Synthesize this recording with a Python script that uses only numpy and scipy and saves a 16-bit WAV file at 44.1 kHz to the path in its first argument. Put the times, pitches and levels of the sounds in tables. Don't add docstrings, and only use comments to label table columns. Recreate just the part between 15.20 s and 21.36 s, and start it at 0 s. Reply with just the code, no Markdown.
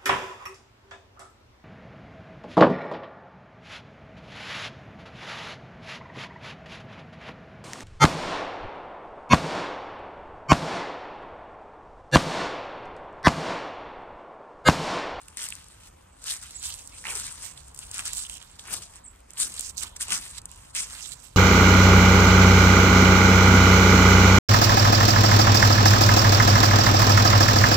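import sys
import numpy as np
from scipy import signal
from scipy.io import wavfile
from scipy.ndimage import uniform_filter1d

SR = 44100
rng = np.random.default_rng(int(sys.argv[2]) if len(sys.argv) > 2 else 0)


def ratio_of_db(decibels):
    return 10 ** (np.asarray(decibels, float) / 20)


def unload_audio(sound):
    columns = np.transpose(np.atleast_2d(sound))
    steps = np.round(np.clip(columns, -1, 1) * 32767)
    wavfile.write(sys.argv[1], SR, steps.astype(np.int16))


N = 271656
COARSE_S = np.arange(0, N + 20, 20) / SR


def crunch(per_s=7000, spread_db=3.6, clump_db=1.0):
    leaf_db, stem_db, grit_db = tread()
    soil_db, pan_db = heels()
    born = rng.random(N) < per_s / SR
    size_db = spread_db * np.minimum(rng.exponential(1, N), 2.8) + clump_db * drift(40)
    size_db -= 20 * np.log10(np.sqrt(np.mean(born * ratio_of_db(size_db) ** 2)))
    at = np.flatnonzero(born)
    zone_db = [(level_db + size_db - 3.0)[at] for level_db in (soil_db, grit_db, stem_db, leaf_db)]
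    return breaks(at, zone_db, pan_db[at], colour_db=4.0, scatter=1.1, patch_db=2.5)


# (peak time [s], leaf crackle level [dB], rise [s], fall [s], grit above the leaves [dB])
PRESSES = [(0.176, -38, .008, 0.3, -7.5), (0.23, -43, 0.085, 0.092, -6),
           (1.103, -29.5, 0.068, 0.091, -11.5), (1.852, -47.5, 0.013, 0.23, 11),
           (1.905, -34.5, 0.073, 0.1, -12), (1.954, -35, 0.025, 0.26, -13.5),
           (2.754, -35.5, 0.044, 0.14, -9.5), (2.793, -33, 0.032, 0.045, -5),
           (2.862, -32, 0.022, 0.073, -9.5), (2.934, -36, 0.021, 0.13, -15),
           (3.538, -33.5, 0.085, 0.066, -9.5), (4.2, -29.5, 0.034, 0.12, -12.5),
           (4.214, -26.5, 0.028, 0.078, -23.5), (4.813, -29, .017, 0.054, -12.5),
           (4.925, -25, 0.052, 0.074, -5.5), (5.557, -29, 0.014, 0.14, -8.5)]
# (peak time [s], leaf crackle level [dB], rise [s], fall [s], grit above the leaves [dB])
SCUFFS = [(0.34, -77, .03, 0.37, -22), (1.44, -35.5, 0.046, 0.27, -15.5), (1.51, -48, 0.12, 0.098, -13),
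          (1.781, -44.5, 0.036, 0.056, -12.5), (2.262, -42.5, 0.23, 0.096, -9.5),
          (2.544, -52, .01, 0.14, -25), (2.592, -45.5, 0.016, 0.47, -16), (3.391, -46.5, 0.008, 0.083, -12),
          (3.48, -51, 0.04, 0.11, 6.5), (3.627, -43.5, 0.046, 0.067, -10), (3.763, -49, 0.14, 0.055, -11.5),
          (4.102, -60, 0.032, 0.17, 1.5), (4.579, -35, 0.012, 0.07, -26), (4.633, -31, 0.029, 0.02, -12),
          (4.669, -45.5, 0.045, 0.062, -7.5), (4.764, -44.5, 0.0071, 0.017, -4),
          (5.184, -39, 0.086, 0.014, -12), (5.256, -47, 0.0041, 0.015, -39),
          (5.93, -42, 0.049, 0.031, -13.5), (6.052, -53, 0.22, 0.1, -9)]
# (start [s], stop [s], last level [dB], swell [dB], grit above the leaves [dB])
DRAGS = [(0.0, 0.144, -66.5, -8, -4), (0.503, 0.684, -54, 12, -8), (1.228, 1.413, -54, -11.5, -12),
         (1.675, 1.829, -56, 0, -23), (1.99, 2.082, -41.5, -0.5, -16.5), (2.374, 2.52, -59.5, -4, -8.5),
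         (2.966, 3.065, -45, -10, -16.5), (3.09, 3.178, -47, 0.5, -15), (3.2, 3.377, -62, -8, -8),
         (5.01, 5.11, -45, -1.5, -10.5), (4.323, 4.504, -42.5, -0.5, -14.5), (4.525, 4.552, -59, 2, -15),
         (5.289, 5.508, -56, 1, -9), (5.693, 5.807, -41, 6, -6), (5.82, 5.901, -48.5, -9, -13)]
DRAG_EDGE_S = 0.021
REST_DB, REST_GRIT_DB = -71.5, 4
STEM_DB, STEM_FOLLOWS_GRIT, STEM_FOLLOWS_LEAF = -7, 0.29, 0.012


def tread():
    t = COARSE_S
    moves = []
    for s, level_db, rise_s, fall_s, grit_db in PRESSES + SCUFFS:
        moves.append((peak(s, level_db, rise_s, fall_s), level_db, grit_db))
    for start, stop, last_db, swell_db, grit_db in DRAGS:
        edges = np.minimum(0, 20 * np.minimum(t - start, stop - t) / DRAG_EDGE_S)
        slope = np.interp(t, [start, stop], [last_db - swell_db, last_db])
        moves.append((slope + edges, last_db, grit_db))
    moves.append((np.full(len(t), REST_DB), REST_DB, REST_GRIT_DB))

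    power = np.zeros((3, len(t)))
    for leaf_db, top_db, grit_db in moves:
        stem_db = STEM_DB + STEM_FOLLOWS_GRIT * (grit_db + 8.5) + STEM_FOLLOWS_LEAF * (top_db + 28)
        power += ratio_of_db(2 * leaf_db) * ratio_of_db([[0], [2 * stem_db], [2 * grit_db]])
    return [power_db(zone) for zone in power]


# (time [s], soil level [dB], fall [s], left-right at landing [dB], left-right at lift-off [dB])
HEELS = [
    (0.22, -64, 0.25, 5.5, 3),
    (1.07, -60, 0.43, 5, -1),
    (1.879, -49, 0.29, 2.5, 6),
    (2.24, -59.5, 0.081, -9, 2),
    (2.8, -59.5, 0.6, 3.5, -7.5),
    (3.53, -47, 0.14, 6.5, -2),
    (4.24, -53, 0.36, 4.5, -10),
    (4.64, -53.5, 0.14, -5.5, 4),
    (4.92, -46.5, 0.14, 6, -3.5),
    (5.6, -59.5, 0.98, 4, -13.5),
]
HEEL_RISE_S, LIFT_AFTER_S, REST_SOIL_DB = 0.11, 0.36, -64


def heels():
    power = ratio_of_db(2 * REST_SOIL_DB)
    sway = []
    for s, soil_db, fall_s, land_db, lift_db in HEELS:
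        power = power + ratio_of_db(2 * peak(s, soil_db, HEEL_RISE_S, fall_s))
        sway += [(s, land_db), (s + LIFT_AFTER_S, lift_db)]
    sway.sort()
    return power_db(power), in_time(sway)


def peak(s, level_db, rise_s, fall_s):
    t = COARSE_S - s
    return level_db + 20 * np.minimum(t / max(rise_s, .002), -t / max(fall_s, .002))


def power_db(power):
    return np.interp(np.arange(N) / SR, COARSE_S, 10 * np.log10(power))


ZONES_HZ = [600, 1900, 3900, 7500]
# (frequency [Hz], level per Hz [dB])
LITTER = [(150, 19.5), (300, 11.5), (600, 10), (1200, 15.5), (2000, 11), (4000, 12), (6500, 5),
          (10000, -4.5), (15000, -13.5)]
# (frequency [Hz], share [0-1])
SAME_PATH = [(300, 0.99), (1500, 0.61), (4000, 0.69), (8000, 0.05)]
# (frequency [Hz], left-right [dB])
SHADOW = [(300, -0.5), (1200, 0), (4000, -4.5), (8000, -2.5), (13000, -7)]


def breaks(at, zone_db, pan_db, colour_db, scatter, patch_db, whole=False):
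    where = arrival(at)
    side = np.array([[1], [-1]]) / 2
    out = np.zeros((2, N))
    for band, (hz, sos) in enumerate(bands(150, 14, 1 / 2)):
        place = np.interp(np.log(hz), np.log(ZONES_HZ), [0, 1, 2, 3])
        level_db = sum(max(0, 1 - abs(place - k)) * zone_db[k] for k in range(4))
        level_db = level_db + patch_db * drift(14.6)[at]
        draw = rng.standard_normal((len(at), 5)).T
        left_right_db = pan_db * place / 3 + at_hz(SHADOW, hz)
        size = ratio_of_db(level_db + at_hz(LITTER, hz) + colour_db * draw[0] + side * left_right_db)
        sign = (-1) ** band if whole else np.sign(draw[1])
        apart = np.clip(scatter * (1 - at_hz(SAME_PATH, hz)), 0, 1)
        strength = size * (np.sqrt(1 - apart) * sign + np.sqrt(apart) * draw[2:4])
        late = 0 if whole else (np.abs(draw[4]) * .0004 * SR).astype(int)
        clicks = [np.bincount(np.minimum(w + late, N - 1), s, N) for w, s in zip(where, strength)]
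        out += signal.sosfilt(sos, np.array(clicks) + 1e-18)
    return out


# (from time [s], delay of the left port [samples])
FOOT = [
    (0, -4),
    (1.3, 4),
    (1.75, -4),
    (2.5, 5),
    (3.35, -4),
    (4.3, 6),
    (4.75, -5),
    (5.68, 6),
]


def arrival(at):
    foot = np.array(FOOT)
    step = np.searchsorted(foot[:, 0] * SR, at, "right") - 1
    lag = foot[step, 1].astype(int)
    return np.clip([at + lag, at], 0, N - 1)


def snaps(rows, tear_s=.0011, fade_db=1.5):
    s, peak_db, pan_db = np.repeat(rows, 4, axis=0).T
    order = np.tile(np.arange(4), len(s) // 4)
    s = s + tear_s * rng.random(len(s)) * order
    peak_db = peak_db - 1.5 - (order > 0) * 2.0 - fade_db * order
    zone_db = [peak_db - 20.0, peak_db - 21.0, peak_db - 12.5, peak_db + 2.0]
    return breaks((s * SR).astype(int), zone_db, pan_db, colour_db=1.5, scatter=.08, patch_db=0, whole=True)


# (time [s], peak level [dB], left-right [dB])
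PLANT_SNAPS = [(0.1715, -18, 7), (0.2314, -18, 2), (0.2404, -15.5, 5), (0.2874, -18.5, 11), (0.3037, -20, -5),
               (1.041, -21, 9), (1.4283, -24, -11), (1.4916, -21, 1), (1.9094, -32, 1), (1.9546, -16, 5),
               (1.9982, -13.5, 8), (2.0663, -19.5, 7), (2.7423, -19, 8), (2.7812, -20, 7), (2.7927, -15, 4),
               (2.855, -21, -7), (2.861, -25, 10), (2.879, -18, 17), (2.9329, -19, -22), (2.9708, -22.5, -23),
               (3.527, -25, 1), (3.5395, -18.5, 27.5), (4.1847, -19, 4), (4.2002, -14, 3), (4.6337, -16, 13),
               (4.8098, -19, 5), (4.9056, -16, -12), (4.929, -20, 22), (4.9769, -19, -13), (5.1809, -25, -16),
               (0.0167, -39.5, -14), (0.083, -29, -8), (0.323, -26, 4), (0.3532, -30, 18), (0.4424, -32, 1),
         (1.6748, -32.5, -18), (2.247, -29, -15), (2.376, -32, 3), (2.546, -30, 16), (2.576, -31, -13),
         (2.5901, -20.5, 14), (2.7138, -18, 4), (3.055, -26, 8), (3.0968, -21, 9), (3.1397, -25.5, 17),
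         (3.17, -27, -4), (3.2259, -31, -11), (3.3953, -29.5, -5), (4.106, -30.5, -12), (4.1345, -29.5, -4),
         (4.3195, -27, 11), (4.3398, -23, 8), (4.3943, -15, 20), (4.4084, -24, -30), (4.5785, -23, -19),
         (4.608, -21, -8), (4.7658, -22.5, -2), (5.2563, -19.5, 7), (5.919, -27, -16), (6.0011, -37, -11),
               (0.0667, -56, -18), (0.192, -24, 9), (0.2694, -31, 7), (0.394, -39, 7), (0.4843, -33.5, 9),
          (1.063, -25, 1), (1.2156, -32, -1), (1.3085, -25, -1), (1.5412, -26, -14), (1.776, -37, 2),
          (1.8694, -22, 5), (1.8964, -30, 7), (2.222, -33, -12), (2.482, -32.5, 8), (2.5623, -30, -4),
          (2.6114, -45, -2.1), (2.6934, -31, -2.5), (3.4754, -29, 5), (3.5665, -18.5, -3), (3.758, -28, 2),
          (3.96, -44, 3), (4.369, -29, 10), (4.4962, -22, -13), (4.6214, -30, .1), (4.8271, -13, 7),
          (5.08, -33, -6), (5.217, -30, -4), (5.3154, -35, -22), (5.7222, -27, 6), (5.9344, -30, -14),
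               (0.0924, -50, -1.5), (0.2074, -20, 3.5), (0.2182, -21, 1.0), (0.2226, -19.5, 4),
         (0.2544, -23, 1.0), (1.0236, -36, 3.5), (1.0737, -23, 3.5), (1.0884, -29, 2.0), (1.4282, -34, 0),
         (1.4584, -19, 2), (1.5024, -25, -3.5), (1.5223, -30, -9), (1.5474, -28, -8), (1.5924, -31, -11),
         (1.8492, -38, 0.0), (1.9234, -33, 0.5), (2.0744, -30, 3), (2.162, -37, -2.5), (2.745, -22, -1.0),
         (2.7514, -23, -3), (2.8366, -27, 2), (2.9087, -27, -8), (3.2144, -35, 1), (3.509, -29, 4.5),
         (3.59, -30, 0.0), (4.179, -22, -4), (4.5705, -24, -6), (4.592, -27, -8.0), (4.666, -32, -3.5),
         (4.806, -27, 3.0), (4.8094, -13.5, 1.5), (4.8175, -12.5, 4), (4.883, -25, 0.5),
         (5.1055, -40, -4.5), (5.1447, -44, -11), (5.55, -17, 6), (5.5618, -18, 2), (5.5744, -22, -1.0),
         (5.6241, -22, -2.0), (5.6885, -33, 1), (5.7622, -38, -6), (5.782, -32, -5)]


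def twigs_and_husks():
    return snaps(PLANT_SNAPS)


# (time [s], peak level [dB], left-right [dB])
STALKS = [(2.5172, -44, 0.0), (2.5462, -30, -2), (2.5524, -32, -2.0), (2.5624, -34, -2.5),
          (2.59, -25, -0.5), (2.651, -32, -3.0), (2.6704, -33, -3.5), (2.714, -28, -3.0),
          (2.7815, -17, -0.5), (2.855, -15, 1.0), (2.9483, -25, -3), (3.7984, -51, -3.5),
          (3.912, -42, -5.0), (3.9694, -48, 1.5), (4.0048, -41, -0.5), (4.1154, -37, -1.5),
          (4.2794, -24, -1.0), (4.4144, -28, -4.0), (5.2562, -25, 0.5), (5.3605, -32, -2.5),
          (5.4246, -47, 1), (5.5099, -49, -3.5)]


def stalks():
    return ratio_of_db(-3.0) * signal.lfilter([1, -2, 1], [1], snaps(STALKS, tear_s=.0003, fade_db=3.0))


# (time [s], peak level [dB], ring [Hz])
KNOCKS = [(0.172, -44, 1950), (0.193, -43, 1820), (0.324, -29.5, 2710), (1.841, -39, 1900),
          (1.8536, -29.5, 2070), (1.869, -29.5, 2880), (0.084, -46.5, 2720), (1.886, -33, 3200),
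          (2.377, -40, 3640), (2.7926, -44, 4500), (2.7934, -29.5, 2600), (2.931, -40, 3200),
          (3.0512, -37, 3280), (3.098, -34, 3100), (3.124, -50, 2900), (3.166, -44, 2740),
          (3.216, -44, 3240), (3.228, -45, 3180), (3.3945, -38, 3400), (4.172, -39, 3170),
          (4.2017, -43, 3760), (4.577, -39, 4400), (4.58, -29, 4380), (4.807, -39, 1590),
          (4.8098, -35.5, 1920), (4.882, -46, 3340), (4.9052, -26, 3330), (5.5543, -41, 2000),
          (5.92, -34, 4130)]


def knocks(cycles=7.0):
    out = np.zeros((2, N + 800))
    t = np.arange(800) / SR
    starts = arrival((np.array(KNOCKS)[:, 0] * SR).astype(int)).T
    for (s, peak_db, hz), (left, right) in zip(KNOCKS, starts):
        modes = np.sin(2 * np.pi * hz * t) + 0.39 * np.sin(2 * np.pi * 1.184 * hz * t)
        onset = np.minimum(t * hz, 1)
        ring = ratio_of_db(peak_db + 14.5 - 60 * t * hz / cycles / 2) * modes * onset
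        out[0, left:left + len(t)] += ratio_of_db(-5.5) * ring
        out[1, right:right + len(t)] += ring
    return out[:, :N]


# (start [s], stop [s], first pitch [Hz], last pitch [Hz], level [dB])
GRINDS = [(.19, .27, 3300, 3000, -43.5), (1.07, 1.103, 3100, 3230, -43), (1.438, 1.469, 3200, 3440, -43),
          (1.489, 1.51, 3100, 2960, -41.5), (1.514, 1.552, 3200, 2900, -48.5),
          (1.72, 1.771, 2400, 2570, -53), (1.853, 1.889, 2300, 2690, -38),
          (1.891, 1.927, 2500, 2210, -37.5), (3.045, 3.075, 3200, 3220, -44.5),
          (3.101, 3.185, 3100, 3080, -49), (3.2, 3.246, 3200, 3170, -56), (4.562, 4.602, 4400, 4200, -43),
          (4.6, 4.645, 3900, 1800, -44), (4.166, 4.25, 4340, 3760, -54), (1.846, 1.962, 1000, 802, -52.5),
          (4.9, 4.971, 1500, 1408, -46), (1.86, 1.981, 502, 401, -54), (4.65, 4.679, 2500, 3600, -46),
          (4.699, 4.76, 3400, 3370, -58), (5.548, 5.608, 2000, 2300, -41), (5.838, 5.869, 3700, 3590, -40),
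          (5.907, 5.944, 4100, 3860, -46)]
GRIND_WIDTH, GRIND_EDGE_S, GRIND_LEFT_DB = 0.23, 0.0037, -11.5


def grinds(per_s=2500, spread_db=4.0):
    out = np.zeros((2, N + 64))
    slipping = rng.random(N) < per_s / SR
    slip_size = ratio_of_db(spread_db * np.minimum(rng.exponential(1, N), 3))
    slips = slipping * rng.choice([-1, 1], N) * slip_size
    for start, stop, first_hz, last_hz, level_db in GRINDS:
        first, last = int(start * SR), int(stop * SR)
        t = np.arange(last - first) / SR
        wide_hz = np.clip(GRIND_WIDTH * (first_hz + last_hz) / 4, 50, 2000)
        rough = signal.sosfilt(signal.butter(2, wide_hz, fs=SR, output="sos"), slips[first:last])
        carrier = np.sin(2 * np.pi * np.cumsum(np.geomspace(first_hz, last_hz, len(t))) / SR)
        edge = np.minimum(1, np.minimum(t, t[::-1]) / GRIND_EDGE_S)
        sound = ratio_of_db(level_db) * edge * rms_one(rough * carrier)
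        left, right = arrival(np.array([first]))[:, 0]
        out[0, left:left + len(t)] += ratio_of_db(GRIND_LEFT_DB) * sound
        out[1, right:right + len(t)] += sound
    return out[:, :N]


# (time [s], pitch [Hz], level [dB])
CHIPS = [
    [(.915, 8100, -78), (.93, 8000, -65), (.955, 8050, -84), (.965, 7800, -80), (.98, 7100, -78)],
    [(1.345, 6800, -47), (1.355, 7600, -42), (1.366, 8000, -39.5), (1.373, 7400, -48), (1.383, 6500, -43),
     (1.397, 7100, -44), (1.408, 7100, -66)],
    [(3.834, 6700, -74), (3.843, 8100, -50), (3.852, 8750, -48), (3.858, 8000, -52), (3.865, 7200, -45),
     (3.873, 7600, -64), (3.881, 8000, -42.5), (3.89, 7500, -60), (3.9, 7800, -73)],
]


def bird():
    call, t = np.zeros(N), np.arange(N) / SR
    for rows in CHIPS:
        s, hz, level_db = np.transpose(rows)
        sounding = (t > s[0]) & (t < s[-1])
        pitch = uniform_filter1d(np.interp(t, s, hz), size=220)
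        call += sounding * ratio_of_db(np.interp(t, s, level_db)) * np.sin(2 * np.pi * np.cumsum(pitch) / SR)
    trees = rng.standard_normal((2, 12000)) * ratio_of_db(-60 * np.arange(12000) / SR / .2)
    echo = np.array([signal.fftconvolve(call, r)[:N] for r in trees])
    return call * ratio_of_db([[-12], [-3]]) + ratio_of_db(-38) * echo


# (frequency [Hz], level per Hz [dB])
LEAF_HISS = [(2500, -4.5), (4500, -11), (7000, -9.5), (10000, -18.5), (15500, -10)]


def far_leaves():
    return ratio_of_db(-70.0) * banded_noise(LEAF_HISS, patchy_db=2.5)


# (frequency [Hz], level per Hz [dB])
ROAD = [(15, -42), (25, -8.5), (53, 4.5), (155, -9), (197, -16), (240, -9), (261, -22), (403, -23.5),
        (547, -8.5), (665, -17), (941, -12), (1200, -21.5), (1420, -22.5), (4500, -56), (5850, -65),
        (9900, -120)]
# (time [s], level [dB])
ROAD_SWELL = [(0.0, -59), (1.17, -61), (1.51, -56), (2.42, -57), (2.74, -54), (3.26, -58), (3.74, -57),
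              (3.89, -60), (4.8, -55), (6.16, -58)]


def road():
    return ratio_of_db(in_time(ROAD_SWELL) + 4.05) * banded_noise(ROAD, patchy_db=2.0)


# (frequency [Hz], left-right likeness)
LIKENESS = [(60, 1.0), (130, 1), (290, 0.015), (640, -1.36), (1410, 0.88), (3100, 0.74), (6820, 0.2),
            (15000, -0.093)]


def banded_noise(spectrum, patchy_db):
    out, white = 0, rng.standard_normal((2, 2, N))
    for k, (hz, sos) in enumerate(bands(22, 29, 1 / 3)):
        if spectrum[0][0] <= hz <= spectrum[-1][0]:
            mid, side = signal.sosfilt(sos, white[k % 2])
            alike = np.clip(at_hz(LIKENESS, hz), -.99, .995)
            gain = ratio_of_db(at_hz(spectrum, hz) + patchy_db * drift(4.7))
            out = out + gain * (np.sqrt(1 + alike) * mid + np.sqrt(1 - alike) * side * [[1], [-1]])
    return rms_one(out)


def bands(low_hz, count, step):
    edges = low_hz * 2 ** (np.arange(count + 1) * step)
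    bank = []
    for a, b in zip(edges, edges[1:]):
        bank.append((np.sqrt(a * b), signal.butter(2, [a, b], "band", fs=SR, output="sos")))
    return bank


def drift(rate):
    r = np.exp(-80 * np.pi * rate / SR)
    slow = signal.lfilter([1], [1, -2 * r, r * r], rng.standard_normal(N // 40 + 2002))[2000:]
    return np.interp(np.arange(N) / 40, np.arange(len(slow)), rms_one(slow))


def rms_one(x):
    return x / np.sqrt(np.mean(x ** 2) + 1e-20)


def in_time(rows):
    s, value = np.transpose(rows)
    return np.interp(np.arange(N) / SR, s, value)


def at_hz(points, hz):
    table_hz, value = np.transpose(points)
    return np.interp(np.log(hz), np.log(table_hz), value)


def scene():
    steps = crunch() + twigs_and_husks() + stalks() + knocks() + grinds()
    return steps + bird() + far_leaves() + road()


def roll_off(x):
    return signal.sosfilt(signal.butter(12, 16690, fs=SR, output="sos"), x)


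# (frequency [Hz], width [Hz], lift [dB])
PORTS = [(8860, 1130, 14), (7870, 945, 12.5)]
CUTOFF_HZ = 16400


def record(dry):
    heard = []
    for x, (hz, width_hz, lift_db) in zip(dry, PORTS):
        r = np.exp(-np.pi * width_hz / SR)
        poles = [1, -2 * r * np.cos(2 * np.pi * hz / SR), r * r]
        ring = signal.lfilter([(1 - r * r) / 2, 0, (r * r - 1) / 2], poles, x)
        heard.append(x + (ratio_of_db(lift_db) - 1) * ring)
    rounded = .4 * np.tanh(np.array(heard) / .4)
    mix = signal.sosfilt(signal.cheby2(12, 60, CUTOFF_HZ, fs=SR, output="sos"), rounded)
    return roll_off(mix)


dry = scene()
out = record(dry)
unload_audio(out)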